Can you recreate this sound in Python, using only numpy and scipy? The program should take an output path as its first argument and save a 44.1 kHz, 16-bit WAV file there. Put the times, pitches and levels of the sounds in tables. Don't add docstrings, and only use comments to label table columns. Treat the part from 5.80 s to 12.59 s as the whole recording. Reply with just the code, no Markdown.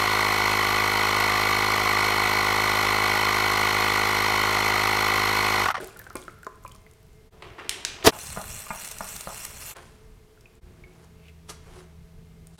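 import sys
import numpy as np
from scipy import signal
from scipy.io import wavfile
from scipy.ndimage import uniform_filter1d

SR = 44100
rng = np.random.default_rng(int(sys.argv[2]) if len(sys.argv) > 2 else 0)


def master_out(mix):
    frames = np.transpose(np.atleast_2d(mix))
    ceiling = np.clip(frames, -1, 1)
    pcm = np.round(ceiling * 32767).astype(np.int16)
    wavfile.write(sys.argv[1], SR, pcm)


def gain_from_decibels(decibels):
    exponent = np.asarray(decibels, float) / 20
    return 10 ** exponent


N = 299432

CUT_TIMES = [1.503, 2.31, 3.943, 4.806, 6.772]
# f/Hz, level/dB
AIR_COLOUR = [(12, -25), (20, -1), (108, -5), (295, -17), (425, -11), (563, -21.5), (648, -18.5),
              (987, -20), (2100, -24), (2630, -25), (13800, -34), (16300, -41)]
RUMBLE_LEVELS = [-54.5, -52, -51, -53.5, -53.5, -53]
# f/Hz, level/dB, width/Hz
FAN_TONES = [(436.19, -64, 9.9), (643.5, -73, 5), (2107.5, -77.5, 14)]
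# f/Hz, level once swollen/dB, swell/s, later change/(dB per s)
DRONE_TONES = [(76.33, -54, 0.7306, -1.5), (164.09, -59, 0.2002, 4)]
# peak t/s, level/dB, rise/s, fall/s (20 dB each)
MOAN_SWELLS = [(4.9, -60, 0.3178, 0.3966), (5.17, -60.5, 0.3978, .2), (6.01, -55, 0.193, .12)]
# f/Hz, time to fall 60 dB/s
LAB_ECHO = [(150, 1), (600, 0.47), (2000, 0.75), (6000, 0.53), (14000, .2)]
# peak t/s, level/dB, rise/s, fall/s (20 dB each), treble share/dB
BRUSHES = [(0, -45, .01, 0.1093, -3.5), (.06, -54.5, 0.1244, 0.5675, -8.5), (.37, -61, 0.01054, 0.183, 5),
           (3.965, -39.5, 0.04757, 0.04123, -17), (4.02, -57.5, .1, 0.3582, -3), (4.9, -65, .2, .9, -13.5),
           (5.24, -62, 0.1861, 0.0709, -3.5), (5.697, -41.5, 0.01421, 0.03977, 3),
           (5.865, -58.5, 0.0569, .25, -13), (6.0, -52, 0.1872, 0.0582, -6), (6.79, -51, 0.04781, .01, 3)]
# f/Hz, level/dB
CLOTH_COLOUR = [(180, -55), (300, -7.5), (360, 2.5), (537, -4), (1040, -2), (1870, -8.5), (3240, -16),
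                (3580, -17.5), (9880, -17.5), (16000, -38)]
# f/Hz, level/dB
PLASTIC_COLOUR = [(150, -16.5), (290, -4.5), (373, 7), (510, -5), (680, -0.5), (850, -4), (1020, -2),
                  (1760, -12), (3170, -14.5), (5800, -34.5), (12500, -44.5), (16400, -39.5)]
# t/s, level/dB
SACK_CRINKLE = [(1.52, -58), (1.618, -59), (1.626, -44), (1.75, -55), (1.8, -47), (1.92, -50),
                (2.238, -46.5)]
# t/s, level/dB, top edge f/Hz, time to fall 60 dB/s
SACK_SNAPS = [(1.623, -33.5, 3240, 0.02159), (1.703, -40, 2600, 0.01384), (1.782, -39, 2002, 0.1281),
              (1.79, -36, 3304, .02), (1.797, -33, 2400, 0.03228), (1.807, -35, 1401, 0.02265),
              (1.845, -38, 3000, 0.01366), (1.894, -18, 9390, 0.016855), (2.05, -20, 7900, .017),
              (2.085, -38, 4800, 0.01958), (2.118, -38, 3500, 0.02166), (2.226, -34.5, 3000, .03)]
# t/s, level/dB
SACK_LANDING = [(2.241, -46), (2.248, -25), (2.262, -18), (2.274, -3), (2.286, -15.5), (2.312, -27.5)]
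# f/Hz, level/dB, time to fall 60 dB/s
BEAKER_MODES = [(373.52, 3, 0.07247), (501.73, -3, 0.06094), (627.21, -3, 0.05835), (672.54, -2.5, 0.026),
                (854.1, -2.5, 0.03284), (1038.8, -5.5, 0.049), (1210, -3, .05), (1408.4, -6, 0.06295),
                (1642.5, -9, 0.03258), (1900, -8, 0.027), (2158.5, -4.5, 0.044), (2400, -1.5, 0.04883),
                (2660.4, -2, 0.045), (3308, 3, 0.16), (3402.5, -2.5, 0.037), (3977, 1, .03)]
# t/s, peak level/dB, strongest f/Hz, rebounds fade over/s
BEAKER_BUMPS = [(.002, -29.5, 452.4, 0.02742), (0.029, -33, 448.3, 0.02615), (.354, -24.5, 610.7, 0.00671),
                (.355, -27.5, 1385, 0.010227), (5.69, -44, 2600, 0.0164), (5.692, -36, 1250, 0.017295)]
# t/s, peak level/dB, strongest f/Hz, level of the drag that follows/dB, drag delay/s
ROD_BLOWS = [(2.324, -26, 1154, -41.5, 0.008267), (2.563, -28.5, 1114, -50.5, .005),
             (2.573, -18, 946.2, -39, 0.009999), (2.866, -33.5, 1210, -56, 0.01077),
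             (2.905, -18, 1211, -42.5, .021), (3.207, -18.5, 1071, -43.5, 0.01193),
             (3.473, -18.5, 1028, -41, 0.01202)]
# f/Hz, level/dB
GRIT_COLOUR = [(1500, -61.5), (2400, -34), (3300, -12), (3800, -10), (4160, -5.5), (4700, -8), (5700, -2),
               (6800, -3), (7750, -1), (9700, -4.5), (11100, -11.5), (13000, -7), (15500, -16.5),
               (16400, -25)]
# f/Hz, width/Hz
ROD_MODES = [(2750, 150), (4200, 200), (5750, 150), (7780, 190), (8420, 148.9), (9600, 220), (12900, 300)]
# t/s, level/dB
CRUSHES = [(2.39, -37), (2.503, -38), (2.616, -36), (3.048, -35.5), (3.057, -37), (3.077, -39),
           (3.088, -38.5), (3.1144, -31.5), (3.124, -42), (3.186, -35), (3.245, -37), (3.365, -31),
           (3.41, -32), (3.652, -29)]
# peak t/s, level/dB, rise/s, fall/s (20 dB each)
GLASS_SLIDE = (5.5, -57, 0.1779, 0.0017)
# t/s, level/dB
HAND_PATTER = [(0, -66.5), (.5, -70), (.6, -79.5), (.8, -80), (.9, -68), (1.0, -78), (1.4, -78.5)]
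# t/s, level before a common cut/dB, centre f/Hz
GLASS_TICKS = [(.0438, -21.5, 8383), (.0732, -26.5, 12500), (.1715, -29, 10270), (.192, -20, 13500),
               (.2149, -30.5, 13200), (.2414, -32, 6356), (.3546, -18.5, 8331), (.3684, -22, 4664),
               (.417, -32, 7310), (.4379, -35, 7600), (.6464, -32.5, 5547), (.6664, -29.5, 7104),
               (.8784, -30, 8308), (.9198, -33.5, 7933), (.6305, -35, 8100), (.848, -38.5, 7900),
               (1.1124, -39, 7472), (3.9669, -27, 7072), (4.6089, -41, 5300), (4.61, -42.5, 8001),
               (.8375, -40, 7017), (.8595, -40.5, 10500), (.952, -38.5, 8980), (1.229, -44, 12800),
               (1.331, -46, 7500), (4.753, -45.5, 7593), (5.136, -45.5, 6500), (5.245, -44.5, 7300),
               (5.7194, -39.5, 11000), (6.6702, -30.5, 8530)]
# t/s, peak level/dB, settled tone f/Hz, time to fall 60 dB/s
WATER_PLOPS = [(.003, -35.5, 1427, 0.1206), (.108, -44, 2348, 0.01519), (.162, -40.5, 1380, 0.04335),
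               (.198, -34.5, 1601, 0.02006), (.217, -37, 1507, 0.01938), (.267, -32, 1396, 0.01604),
               (.305, -31, 1225, 0.02755), (.399, -44.5, 698.1, 0.02945), (0.418, -44, 997.7, 0.0247),
               (.426, -40.5, 3285, 0.00993), (.481, -25, 1247, 0.02179), (.497, -44, 1900, 0.01723),
               (.632, -35.5, 1395, 0.0438), (.667, -23.5, 1010, 0.036), (.85, -28.5, 1004, 0.0447),
               (.864, -38, 2309, 0.02162), (.916, -41, 3045, 0.01348), (.953, -44, 1024, 0.0293),
               (1.065, -40.5, 1981, 0.01432), (4.575, -52, 1348, 0.04047), (4.657, -44, 2427, 0.05516),
               (5.038, -41, 2152, 0.04976)]


def evened(x):
    return x / np.sqrt(np.mean(x ** 2) + 1e-20)


def curve(rows):
    s, *columns = np.transpose(rows)
    t = np.arange(N) / SR
    active = (t >= s[0]) & (t <= s[-1])
    return active, [np.interp(t, s, column) for column in columns]


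def read(points, hz):
    f, value = np.transpose(points)
    return np.interp(np.log(hz + 1), np.log(f + 1), value)


def coloured(x, points):
    hz = abs(np.fft.fftfreq(8192, 1 / SR))
    log_gain = np.log(gain_from_decibels(np.maximum(read(points, hz), -90)))
    taps = np.fft.ifft(np.exp(np.conj(signal.hilbert(log_gain)))).real[:4096]
    return signal.oaconvolve(x, taps)[:len(x)]


def band(x, lo_hz, hi_hz):
    sos = signal.butter(4, [lo_hz, hi_hz], "band", fs=SR, output="sos")
    return evened(signal.sosfilt(sos, x))


def add(mix, s, sound):
    part = mix[round(s * SR):][:len(sound)]
    part += sound[:len(part)]


def resonate(x, hz, width):
    turn = np.exp(2j * np.pi * hz * np.arange(len(x)) / SR)
    r = np.exp(-np.pi * width / SR)
    return 2 * (turn * signal.lfilter([1 - r], [1, -r], x / turn)).real


def grains(per_s, spread_db):
    hit = rng.random(N) < per_s / SR
    size = np.minimum(rng.exponential(1, N), 5)
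    sign = np.sign(rng.standard_normal(N))
    return hit * sign * gain_from_decibels(spread_db * size)


def flutter(depth_db, length):
    return gain_from_decibels(depth_db * evened(uniform_filter1d(rng.standard_normal(N), length)))


def patchy(x, depth_db):
    z = signal.stft(x, nperseg=256, noverlap=192)[2]
    field = rng.standard_normal(z.shape[::-1]).T
    field = uniform_filter1d(field, size=7, axis=0)
    field = evened(uniform_filter1d(field, size=20, axis=1))
    sound = signal.istft(z * gain_from_decibels(depth_db * field), nperseg=256, noverlap=192)[1]
    return evened(sound[:len(x)])


def swell(s, db, rise_s, fall_s):
    t = np.arange(N) / SR - s
    return gain_from_decibels(db + 20 * np.minimum(t / rise_s, -t / fall_s))


def rustle(points, per_s, spread_db, split_hz):
    sound = patchy(coloured(grains(per_s, spread_db), points), 1.8)
    return band(sound, 190, split_hz), band(sound, split_hz, 14500)


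def ring(hz, t60, start_hz=0.):
    settle_s = 0.0023694
    t = np.arange(SR // 5) / SR
    cycles = hz * t + start_hz * settle_s * (1 - np.exp(-t / settle_s))
    return gain_from_decibels(-60 * t / t60) * np.sin(2 * np.pi * cycles)


def chances(count):
    shape = count, len(BEAKER_MODES)
    weights = rng.uniform(.5, 1, shape) * rng.choice([-1, 1], shape)
    rebounds = rng.standard_normal((count, 5000)) * (rng.random((count, 5000)) < .012)
    return weights, rebounds


def clatter(sound, length_s, rebounds):
    t = np.arange(len(rebounds)) / SR
    hits = (t == 0) + 0.5282 * rebounds * np.exp(-t / length_s)
    blow = signal.oaconvolve(uniform_filter1d(hits, size=7), sound)
    return blow / abs(blow).max()


def lab_tail():
    taps, at = np.zeros(SR), np.arange(300, SR - 20, 20)
    taps[at + rng.integers(0, 20, len(at))] = rng.choice([-1., 1.], len(at))
    hz, t, z = signal.stft(taps, SR, nperseg=256)
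    decay = gain_from_decibels(-60 * t / read(LAB_ECHO, hz)[:, None])
    tail = signal.istft(z * decay, SR, nperseg=256)[1]
    return tail / np.linalg.norm(tail)


def drone():
    start_s, start_db = 4.8023, -15.5
    t, out = np.arange(N) / SR, np.zeros(N)
    waver = uniform_filter1d(uniform_filter1d(rng.standard_normal(N), 6000), 6000)
    waver = 0.1843 * evened(waver)
    since = t - start_s
    for hz, db, swell_s, db_per_s in DRONE_TONES:
        level_db = db + start_db * np.clip(1 - since / swell_s, 0, 1)
        level_db += db_per_s * np.maximum(since - swell_s, 0)
        tone = np.sqrt(2) * np.sin(2 * np.pi * hz * t + hz / 160 * waver)
        out += (since > 0) * gain_from_decibels(level_db) * tone
    return out


def ventilation():
    air_noise, tone_noise = rng.standard_normal((2, N))
    air = coloured(air_noise, AIR_COLOUR)
    rumble_db = np.take(RUMBLE_LEVELS, np.searchsorted(CUT_TIMES, np.arange(N) / SR))
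    out = gain_from_decibels(-63) * band(air, 230, 16500)
    out += gain_from_decibels(rumble_db) * flutter(2.8, 5000) * band(air, 18, 220)
    out += sum(gain_from_decibels(db) * evened(resonate(tone_noise, hz, width)) for hz, db, width in FAN_TONES)
    moan = evened(resonate(tone_noise, 362.66, 12))
    return out + drone() + sum(swell(*row) for row in MOAN_SWELLS) * moan


def sweeps():
    low, high = rustle(CLOTH_COLOUR, 15000, 4.446, 3283.7)
    return sum(swell(s, db, rise_s, fall_s) * (low + gain_from_decibels(treble_db) * high)
               for s, db, rise_s, fall_s, treble_db in BRUSHES)


def sack_snaps():
    hard_db, crack = -30, 9
    out, t = np.zeros(N), np.arange(12000) / SR
    noise, loose = rng.standard_normal((len(SACK_SNAPS), 12000)), flutter(5, 250)[:12000]
    noise[:, 0] = [crack * (row[1] > hard_db) for row in SACK_SNAPS]
    for (s, db, top_hz, t60), n in zip(SACK_SNAPS, noise):
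        treble = band(n, top_hz, min(3 * top_hz, 15500))
        burst = band(n, top_hz / 6.5, top_hz) + gain_from_decibels(-17) * treble
        crinkle = band(n, min(1800, top_hz / 3), min(4404.4, top_hz)) + .5 * burst
        after = gain_from_decibels(-22 - 60 * t / .55) * loose * crinkle
        add(out, s, gain_from_decibels(db) * (gain_from_decibels(-60 * t / t60) * burst + after))
    return out


def sack():
    low, high = rustle(PLASTIC_COLOUR, 6000, 3.5, 5000)
    on, (db,) = curve(SACK_CRINKLE)
    crinkle = on * gain_from_decibels(db) * (low + gain_from_decibels(-20) * high)
    on, (db,) = curve(SACK_LANDING)
    force = on * gain_from_decibels(db)
    thump = np.sin(2 * np.pi * 92 * np.arange(N) / SR) + 0.51 * band(rng.standard_normal(N), 110, 260)
    treble_lead_s = 0.0031
    bright = gain_from_decibels(-7) * np.roll(force, -round(treble_lead_s * SR)) * high
    return crinkle + sack_snaps() + force * (low + gain_from_decibels(-10) * thump) + bright


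def beaker(hz, octaves, weights, ring_share):
    body = 0
    for weight, (f, db, t60) in zip(weights, BEAKER_MODES):
        strike_db = db - 6 * (np.log2(f / hz) / octaves) ** 4
        body = body + weight * gain_from_decibels(strike_db) * ring(f, ring_share * t60)
    return body / abs(body).max()


def wall_drag():
    hold_s, t60_s = 0.024795, 0.126
    out, t = np.zeros(N), np.arange(8000) / SR
    slips = grains(5000, 2.5) * flutter(1.5, 250)
    modes = sum(gain_from_decibels(db) * resonate(slips, hz, 3.5 / t60) for hz, db, t60 in BEAKER_MODES)
    drag = band(modes, 580.85, 1475.9)
    for s, _, _, db, after_s in ROD_BLOWS:
        level = gain_from_decibels(db - 60 * np.maximum(t - hold_s, 0) / t60_s)
        add(out, s + after_s, level * drag[round(s * SR):][:len(t)])
    return out


def knocks():
    out = np.zeros(N)
    bench = 0.17374 * ring(202.19, 0.08807) + 0.1507 * ring(45, 0.05327)
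    blows = [(*row, 1, -9.5) for row in BEAKER_BUMPS]
    clatter_s, ring_share = 0.00845, 0.7928
    blows += [(s, db, hz, clatter_s, ring_share, 0) for s, db, hz, *_ in ROD_BLOWS]
    for blow, weights, rebounds in zip(blows, *chances(len(blows))):
        s, db, hz, length_s, share, bench_db = blow
        struck = beaker(hz, 0.82656, weights, share) + gain_from_decibels(bench_db) * bench
        add(out, s, gain_from_decibels(db) * clatter(struck, length_s, rebounds))
    return out + wall_drag()


def stirring():
    from_s, to_s, grit_db, rattle_db = 2.312, 3.945, -43, -48
    turn_s, hardest_s, press_db = .284, 2.745, 2.5
    crush_s = .0025
    t = np.arange(N) / SR
    on = (t > from_s) & (t < to_s)
    press = press_db * np.cos(2 * np.pi * (t - hardest_s) / turn_s)
    grit = grains(12000, 4.3) * flutter(1.8, 400)

    modes = sum(gain_from_decibels(db) * resonate(grit, f, 7 / t60) for f, db, t60 in BEAKER_MODES[2:])
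    rattle = evened(evened(modes) + .5 * band(grit, 610, 3495.2))
    pings = sum(evened(resonate(grains(300, 3.5), hz, width)) * flutter(2.5, 1500)
                for hz, width in ROD_MODES)
    scrape = evened(coloured(grit, GRIT_COLOUR) * flutter(1.3, 90))
    scratch = patchy(scrape + .17 * pings, 2.6)

    crush = sum(gain_from_decibels(db) * np.exp(-((t - s) / crush_s) ** 2) for s, db in CRUSHES)
    powder = evened(coloured(rng.standard_normal(N), GRIT_COLOUR))
    rattle_level = on * gain_from_decibels(rattle_db + 0.51 * press) + gain_from_decibels(-11.5) * crush
    slide = swell(*GLASS_SLIDE) * evened(resonate(grit, 2551.8, 500))
    return on * gain_from_decibels(grit_db + press) * scratch + crush * powder + rattle_level * rattle + slide


def ticks():
    out, t = np.zeros(N), np.arange(400) / SR
    for (s, db, hz), n in zip(GLASS_TICKS, rng.standard_normal((len(GLASS_TICKS), 400))):
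        crack = evened(resonate(n, hz, 1900)) + 0.1525 * band(n, 1908, 16000)
        add(out, s, gain_from_decibels(db - 11.5 - 60 * t / 0.01242) * crack)
    on, (pour_db,) = curve(HAND_PATTER)
    patter = sum(evened(resonate(grains(70, 4.1), hz, 2485)) for hz in (5500, 8500, 12500))
    return out + on * gain_from_decibels(pour_db) * patter


def plops():
    out = np.zeros(N)
    for (s, db, hz, t60), weights, rebounds in zip(WATER_PLOPS, *chances(len(WATER_PLOPS))):
        thud_db = -9 - 6 * np.log2(hz / 1000)
        thud = gain_from_decibels(thud_db) * beaker(537.4, 0.815, weights, 0.684)
        drop = ring(hz, max(t60, .008), start_hz=220.02) + thud
        add(out, s, gain_from_decibels(db) * clatter(drop, .007, rebounds))
    return out


def scene():
    fade_s, near_wet_db, far_wet_db = 0.029, -11.5, -9
    air, tail, far = ventilation(), lab_tail(), sack()
    near = sweeps() + knocks() + stirring() + ticks() + plops()
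    wet = gain_from_decibels(near_wet_db) * near + gain_from_decibels(far_wet_db) * far
    t, out = np.arange(N) / SR, np.zeros(N)
    cuts = list(CUT_TIMES)
    for start, end in zip([-1] + cuts, cuts + [99]):
        fade = np.clip(np.minimum(t - start, end - t) / fade_s, 0, 1)
        echo = signal.oaconvolve(wet * (fade > 0), tail)[:N]
        out += fade * (near + far + echo + air)
    return out[None]


def top_cut(x):
    return signal.sosfilt(signal.butter(12, 16540, fs=SR, output="sos"), x)


def record(dry):
    ceiling = .93
    mix = ceiling * np.tanh(dry / ceiling)
    return top_cut(mix)


dry = scene()
out = record(dry)
master_out(out)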